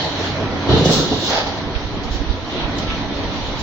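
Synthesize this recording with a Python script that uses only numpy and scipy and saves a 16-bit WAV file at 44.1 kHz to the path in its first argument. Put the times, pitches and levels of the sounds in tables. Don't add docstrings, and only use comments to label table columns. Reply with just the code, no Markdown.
import sys
import numpy as np
from scipy import signal
from scipy.fft import rfft, irfft, next_fast_len
from scipy.io import wavfile
from scipy.ndimage import uniform_filter1d, map_coordinates

SR = 44100
rng = np.random.default_rng(int(sys.argv[2]) if len(sys.argv) > 2 else 0)


def rack_gain(trim_db):
    fader = np.asarray(trim_db, float)
    return 10 ** (fader / 20)


def int16_out(signal):
    q = np.round(np.clip(np.atleast_2d(signal).T, -1, 1) * 32767)
    wavfile.write(sys.argv[1], SR, q.astype(np.int16))


N = 159642


def unit(x):
    return x / np.sqrt(np.mean(x ** 2) + 1e-20)


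def along(points, hz):
    point_hz, value = np.transpose(points)
    return np.interp(np.log(hz + 1), np.log(point_hz + 1), value)


def curves(rows):
    s, *columns = np.transpose(rows)
    return [np.interp(np.arange(N) / SR, s, column) for column in columns]


def burst(rows):
    fade_in = (rows[0][0] - 0.02, -90, 0)
    fade_out = (rows[-1][0] + 0.045, -70, 0)
    level_db, over_db = curves([fade_in, *rows, fade_out])
    return rack_gain(level_db), rack_gain(level_db + over_db)


def wobble(rate):
    knots = rng.standard_normal(int(N * rate / SR) + 4)
    return map_coordinates(knots, [np.arange(N) * rate / SR])


def filtered(x, response):
    size = next_fast_len(N + SR // 2)
    spectrum = rfft(x, size) * response(np.fft.rfftfreq(size, 1 / SR))
    return irfft(spectrum, size)[..., :N]


def peaks(table):
    def response(f):
        total = 0
        for k, (centre, width, db) in enumerate(table):
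            damping = 1j * f * width
            total = total + (-1) ** k * rack_gain(db) * damping / (centre * centre - f * f + damping)
        return total
    return response


def rush(spectrum, patchy_db, source=None):
    if source is None:
        source = rng.standard_normal((2, N))
    z = signal.stft(source, nperseg=512)[2]
    field = uniform_filter1d(rng.standard_normal(z.shape[1:]), 5, 0)
    field = uniform_filter1d(field, 10, 1)
    pair = signal.istft(z * rack_gain(patchy_db * unit(field)), nperseg=512)[1][:, :N]
    return unit(filtered(pair, lambda hz: rack_gain(along(spectrum, hz))))


def grains(per_s, spread_db):
    hits = rng.random((2, N)) < per_s / SR
    signs = rng.choice([-1, 1], (2, N))
    return unit(hits * signs * rack_gain(spread_db * rng.standard_normal((2, N))))


# time_s, relative_level_db, relative_fizz_over_level_db
RUNNING = [(0, -25, -4), (.28, -24.5, -6), (.42, -23.5, -12), (.66, -23, -11), (.9, -23, -5.5),
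           (1.0, -25.5, -13), (1.27, -26.5, -11), (1.45, -27, -9.5), (1.83, -29, -7.5), (2.2, -28.5, -9),
           (2.47, -28, -9), (2.71, -25, -10), (3.0, -26.5, -9), (3.4, -26.5, -7.5), (3.62, -29, -4)]
# freq_hz, relative_db_per_hz
BODY_COLOUR = [(15, -43.5), (25, -10), (65, -12.5), (92, -6), (161, -5.5), (278, -5), (395, -8),
               (518, -10.5), (893, -12), (1040, -14), (1340, -18), (2600, -23), (3380, -59), (5720, -120)]
# freq_hz, relative_db_per_hz
FIZZ_COLOUR = [(1060, -28), (1800, 0), (2570, -6), (3000, 1.5), (3580, 1), (4130, 1.5), (4840, -7),
               (6000, -9), (7500, -21.5), (12000, -82.5)]
# pitch_hz, pitch_wander_hz, relative_level_db
GEAR_TONES = [(94.4, 8.94, -36.5), (284.1, 4.08, -36.5), (460, 10, -59), (654.4, 8, -44), (981.5, 6.4, -46),
              (1333, 20, -46.5)]


def machine():
    level_db, fizz_db = curves(RUNNING)
    body = rack_gain(0.5 + 0.6 * wobble(7)) * rush(BODY_COLOUR, patchy_db=1.8)
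    fizz = rack_gain(2 + fizz_db + 1.1 * wobble(12)) * rush(FIZZ_COLOUR, patchy_db=1.6)
    tones = np.zeros(N)
    for hz, wander_hz, db in GEAR_TONES:
        gain = rack_gain(db + 3.0 + 3.8 * wobble(14))
        phase = 2 * np.pi * np.cumsum(hz + wander_hz * wobble(25)) / SR
        tones += gain * np.sin(phase)
    gears = np.array([tones, 0.5 * np.roll(tones, 5000)])
    gears_gain = rack_gain(1.3 * (level_db - level_db.mean()))
    return rack_gain(level_db) * (body + fizz) + gears_gain * gears


# start_s, relative_level_db, left_minus_right_db
PUSHES = [(1.639, -25, -16), (1.741, -14.5, -25.5), (1.83, -19.5, -12), (2.09, -16, -6.5),
          (2.133, -17, -27), (2.188, -15.5, -27), (2.245, -21.5, -19), (2.28, -11, -26),
          (2.628, -17.5, -26), (2.872, -24, 0), (2.917, -24.5, -5), (3.143, -26, -2), (3.231, -23, -16),
          (3.397, -27.5, -13), (3.517, -23.5, -26)]
# time_s, relative_level_db
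DRAUGHT_LEVEL = [(0, -50), (1.1, -35.5), (1.6, -37), (3.62, -30.5)]
# freq_hz, relative_db_per_hz
DRAUGHT_SPECTRUM = [(15, -15.5), (35, -9), (60, -9), (130, -22), (200, -58.5)]
PUFF_CYCLES, PUFF_CENTRE_S, PUFF_HZ = 0.55, 0.024, 48.2


def wind():
    t, puffs = np.arange(N) / SR, 0
    for s, db, pan_db in PUSHES:
        cycles = (t - s - PUFF_CENTRE_S) * PUFF_HZ
        bell = np.exp(-(cycles / PUFF_CYCLES) ** 2)
        port_db = np.minimum(0, [[pan_db], [-pan_db]])
        puffs = puffs - rack_gain(db + port_db + 5.0) * bell * np.sin(2 * np.pi * cycles + 2.1)
    lumps = rack_gain(5.0 * np.array([wobble(38), wobble(16)]) + [[-4], [1.5]])
    draught = rack_gain(curves(DRAUGHT_LEVEL)[0]) * lumps * rush(DRAUGHT_SPECTRUM, patchy_db=1.5)
    return puffs + draught


# time_s, relative_level_db, relative_boom_over_level_db
ARM_LANDING = [(0.672, -35.5, 8.5), (0.695, -14, 6.5), (0.745, -16, 5), (0.765, -15.5, -2.5), (0.8, -17, 3),
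               (0.84, -22.5, -4.5), (0.888, -21, -12), (0.896, -10, -13.5), (0.94, -25.5, -25),
               (0.966, -18.5, -20.5), (0.994, -18.5, -24), (1.104, -31.5, -22.5), (1.122, -19, -9),
               (1.15, -23.5, 10), (1.246, -50.5, -3.5), (1.3, -23, -0.5)]
# centre_hz, width_hz, relative_level_db
BOX_MODES = [(87.2, 18, 2), (132.2, 9.4, 4), (164.3, 14, 2.5), (219, 36, -4.5), (281, 19, 2.5),
             (365.4, 40, -1.5), (471, 72, -2), (633, 89, -8.5), (729, 99, -7)]
# freq_hz, relative_db_per_hz
BOARD_COLOUR = [(88, -30), (150, 0), (250, -1.5), (457, -1), (600, -7), (850, -12.5), (1400, -15),
                (2000, -19), (2600, -43.5), (5000, -120)]
# time_s, relative_peak_db
BOX_KNOCKS = [(0.688, -6.5), (0.719, -6), (0.734, -0.5), (0.768, -5), (0.788, -4.5), (0.854, -1),
              (0.897, -9), (1.115, -8)]


def carton():
    rattling = grains(per_s=380, spread_db=3.5) + 0.52 * rng.standard_normal((2, N))
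    rattle = rush(BOARD_COLOUR, patchy_db=1.5, source=rattling)
    noise = rng.standard_normal((2, 2, N))
    deep = unit(filtered(noise[0], peaks(BOX_MODES[:2])))
    hollow = unit(filtered(noise[1], peaks(BOX_MODES[2:])))
    blows = np.zeros(N)
    for s, db in BOX_KNOCKS:
        blows[round(s * SR)] = rack_gain(db)
    soft = lambda f: peaks(BOX_MODES)(f) / (1 + 1j * f / 900)
    one_blow_peak = np.abs(filtered(np.eye(1, N)[0], soft)).max()
    knocks = filtered(blows, soft) / one_blow_peak * [[1], [0.4]]
    upper, lower = burst(ARM_LANDING)
    return upper * rack_gain(-4.0) * (rattle + hollow) + lower * rack_gain(-8.0) * deep + rack_gain(-6.5) * knocks


# time_s, relative_throat_level_db, relative_jet_over_throat_db
VALVE = [(0.68, -41.5, -4), (0.697, -22.5, -23), (0.79, -26, -12), (0.836, -32.5, -5.5), (0.856, -23, -0.5),
         (0.876, -27, -3.5), (0.934, -23, 0), (1.088, -30.5, -6.5), (1.296, -27.5, -5), (1.3, -30, 4.5)]
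# freq_hz, relative_db_per_hz
THROAT_COLOUR = [(1470, -46.5), (2500, -24), (2850, -6.5), (3100, -8.5), (3930, -3.5), (4700, -13),
                 (6110, -31), (10300, -120)]
# centre_hz, width_hz (before squaring), relative_level_db (before squaring)
EDGE_TONES = [(3610, 90, -2), (3920, 39, 0.5), (4140, 82, -2)]
# freq_hz, relative_db_per_hz
SPRAY_COLOUR = [(3000, -24.5), (4400, -2), (5000, 1), (5900, 0), (6600, -2), (7200, -9.5), (8500, -20),
                (12000, -89)]


def air():
    throat, jet = burst(VALVE)
    squared = lambda f: peaks(EDGE_TONES)(f) ** 2
    whistle = rack_gain(-4.5) * unit(filtered(rng.standard_normal((2, N)), squared))
    throat_hiss = throat * (rush(THROAT_COLOUR, patchy_db=1.5) + whistle)
    jet_hiss = jet * rush(SPRAY_COLOUR, patchy_db=0.5)
    return rack_gain(1.2 * wobble(30)) * (throat_hiss + jet_hiss)


# start_s, relative_level_db, centre_hz, t60_s
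CONTACTS = [(0.85, -18, 4820, 0.042), (1.61, -26.5, 3300, 0.08), (1.75, -18, 2640, 0.071),
            (2.032, -25, 4200, 0.08), (2.1, -27, 4310, 0.5), (2.7824, -16, 4150, 0.05),
            (2.8208, -21, 3000, 0.089), (2.8695, -22.5, 2810, 0.18), (2.898, -15.5, 2440, 0.11),
            (3.231, -21.5, 3270, 0.09), (3.5894, -23, 4450, 0.12)]


def clanks():
    out, t = np.zeros((2, N + SR)), np.arange(SR // 3) / SR
    noise = rng.standard_normal((len(CONTACTS), 2, len(t)))
    f = np.fft.rfftfreq(len(t), 1 / SR)
    for (s, db, hz, t60), n in zip(CONTACTS, noise):
        skirt = 1 + (np.log((f + 1) / hz) / 0.46) ** 4
        band = unit(irfft(rfft(n) / skirt, len(t)))
        attack = 1 - np.exp(-t / (0.05 * t60))
        out[:, round(s * SR):][:, :len(t)] += rack_gain(db - 4.0 - 60 * t / t60) * attack * band
    return out[:, :N]


# time_s, relative_board_level_db, relative_steel_over_board_db
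DRAG = [(1.28, -42.5, 14.5), (1.31, -20, 0.5), (1.385, -19, -0.5), (1.448, -31.5, -3), (1.474, -21.5, -4.5),
        (1.558, -44, 5.5), (1.584, -31.5, -1), (1.6, -44.5, 2)]
# freq_hz, relative_db_per_hz
FLAP_COLOUR = [(210, -43), (350, -10.5), (480, -5.5), (663, -2), (870, -2), (990, -14), (1200, -27),
               (1560, -43), (2640, -120)]
# freq_hz, relative_db_per_hz
GUIDE_COLOUR = [(710, -43), (1200, -1.5), (2040, -3), (2350, -7.5), (3510, -3), (4500, -2.5), (6660, -15),
                (7200, -25.5), (7600, -54), (9880, -120)]


def flap():
    board, steel = burst(DRAG)
    friction = grains(per_s=1500, spread_db=4.4) + 0.5 * rng.standard_normal((2, N))
    board_scrape = board * rush(FLAP_COLOUR, patchy_db=0.3, source=friction)
    steel_scrape = steel * rush(GUIDE_COLOUR, patchy_db=1.1, source=friction)
    return rack_gain(-2.2) * (board_scrape + steel_scrape)


RUB_START_S, RUB_LENGTH_S, RUB_DB, RUB_HZ = 2.49, 0.18, -32.5, 3140


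def rub():
    progress = (np.arange(N) / SR - RUB_START_S) / RUB_LENGTH_S
    shape = np.clip(np.minimum(8 * progress, 6 * (1 - progress)), 0, 1)
    response = lambda f: 1 / (1 + (np.log((f + 1) / RUB_HZ) / 0.28) ** 4)
    band = unit(filtered(rng.standard_normal((2, N)), response))
    return rack_gain(RUB_DB + 1.5 * wobble(30)) * shape * band


# freq_hz, t60_s
HALL_DECAY = [(100, .5), (1000, 0.62), (7000, 0.36)]


def hall(x):
    hop, out = 4096, np.zeros((2, N + SR))
    starts = range(0, N - hop, hop)
    noise = rng.standard_normal((len(starts), 2, SR // 2))
    hz, t, z = signal.stft(noise, SR, nperseg=256)
    decay = rack_gain(-60 * t / along(HALL_DECAY, hz)[:, None])
    tails = signal.istft(z * decay, SR, nperseg=256)[1]
    for s, tail in zip(starts, tails):
        piece = x[:, s:s + 2 * hop]
        windowed = piece * np.hanning(2 * hop)[:piece.shape[1]]
        wet = signal.fftconvolve(windowed, tail / np.linalg.norm(tail[0]), axes=1)
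        out[:, s:s + wet.shape[1]] += wet
    return out[:, :N]


# freq_hz, correlation (no unit)
LIKENESS = [(60, 0.95), (150, 0.9), (380, 0.84), (950, 0.84), (2380, -0.2), (5980, 0.1), (15000, -0.086)]
# freq_hz, left_minus_right_db
BALANCE = [(60, 1.5), (180, -2.5), (1650, -1), (4970, -2), (15000, 4.5)]


def spread(pair):
    turn = lambda hz: np.arccos(np.clip(along(LIKENESS, hz), -1, 1)) / 2
    mid, side = filtered(pair, lambda hz: np.array([np.cos(turn(hz)), np.sin(turn(hz))]))
    balance = lambda hz: rack_gain(along(BALANCE, hz) * np.array([[0.5], [-0.5]]))
    return filtered(np.array([mid + side, mid - side]), balance)


def scene():
    events = carton() + air() + clanks() + flap() + rub()
    return spread(machine() + events + rack_gain(-4.0) * hall(events)) + wind()


def low_pass(x):
    return signal.sosfilt(signal.butter(12, 15830, fs=SR, output="sos"), x)


# freq_hz, limit_db_per_line
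DROPOUT = [(4500, -82), (5800, -74.5), (6500, -72.5), (7300, -71.5), (8500, -69)]
MASK_PER_DB, MASK_FROM_DB = 0.45, -24
# freq_hz, gain_db
MIRROR_GAIN = [(14500, -10), (15200, -11.5), (15800, -13)]
MIRROR_TOP_HZ = 15830


def record(dry):
    soft = dry / (1 + np.abs(dry) ** 4) ** (1 / 4)
    hz, _, z = signal.stft(soft, SR, nperseg=4096)
    power = np.abs(uniform_filter1d(np.abs(z) ** 2, size=3, axis=1)).mean(axis=0)
    loud_db = 10 * np.log10(power.sum(axis=0) + 1e-9)
    limit_db = along(DROPOUT, hz)[:, None] + MASK_PER_DB * (loud_db - MASK_FROM_DB)
    keep = (power > rack_gain(2 * limit_db)) | (hz < DROPOUT[0][0])[:, None]
    below_top = (hz < DROPOUT[-1][0])[:, None]
    narrow = signal.istft(z * keep * below_top, SR, nperseg=4096)[1][:, :N]
    flipped = narrow * (-1.) ** np.arange(N)
    mirror_response = lambda f: rack_gain(along(MIRROR_GAIN, f)) * (f < MIRROR_TOP_HZ) * (f > SR / 4)
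    mix = narrow + filtered(flipped, mirror_response)
    return low_pass(mix)


dry = scene()
out = record(dry)
int16_out(out)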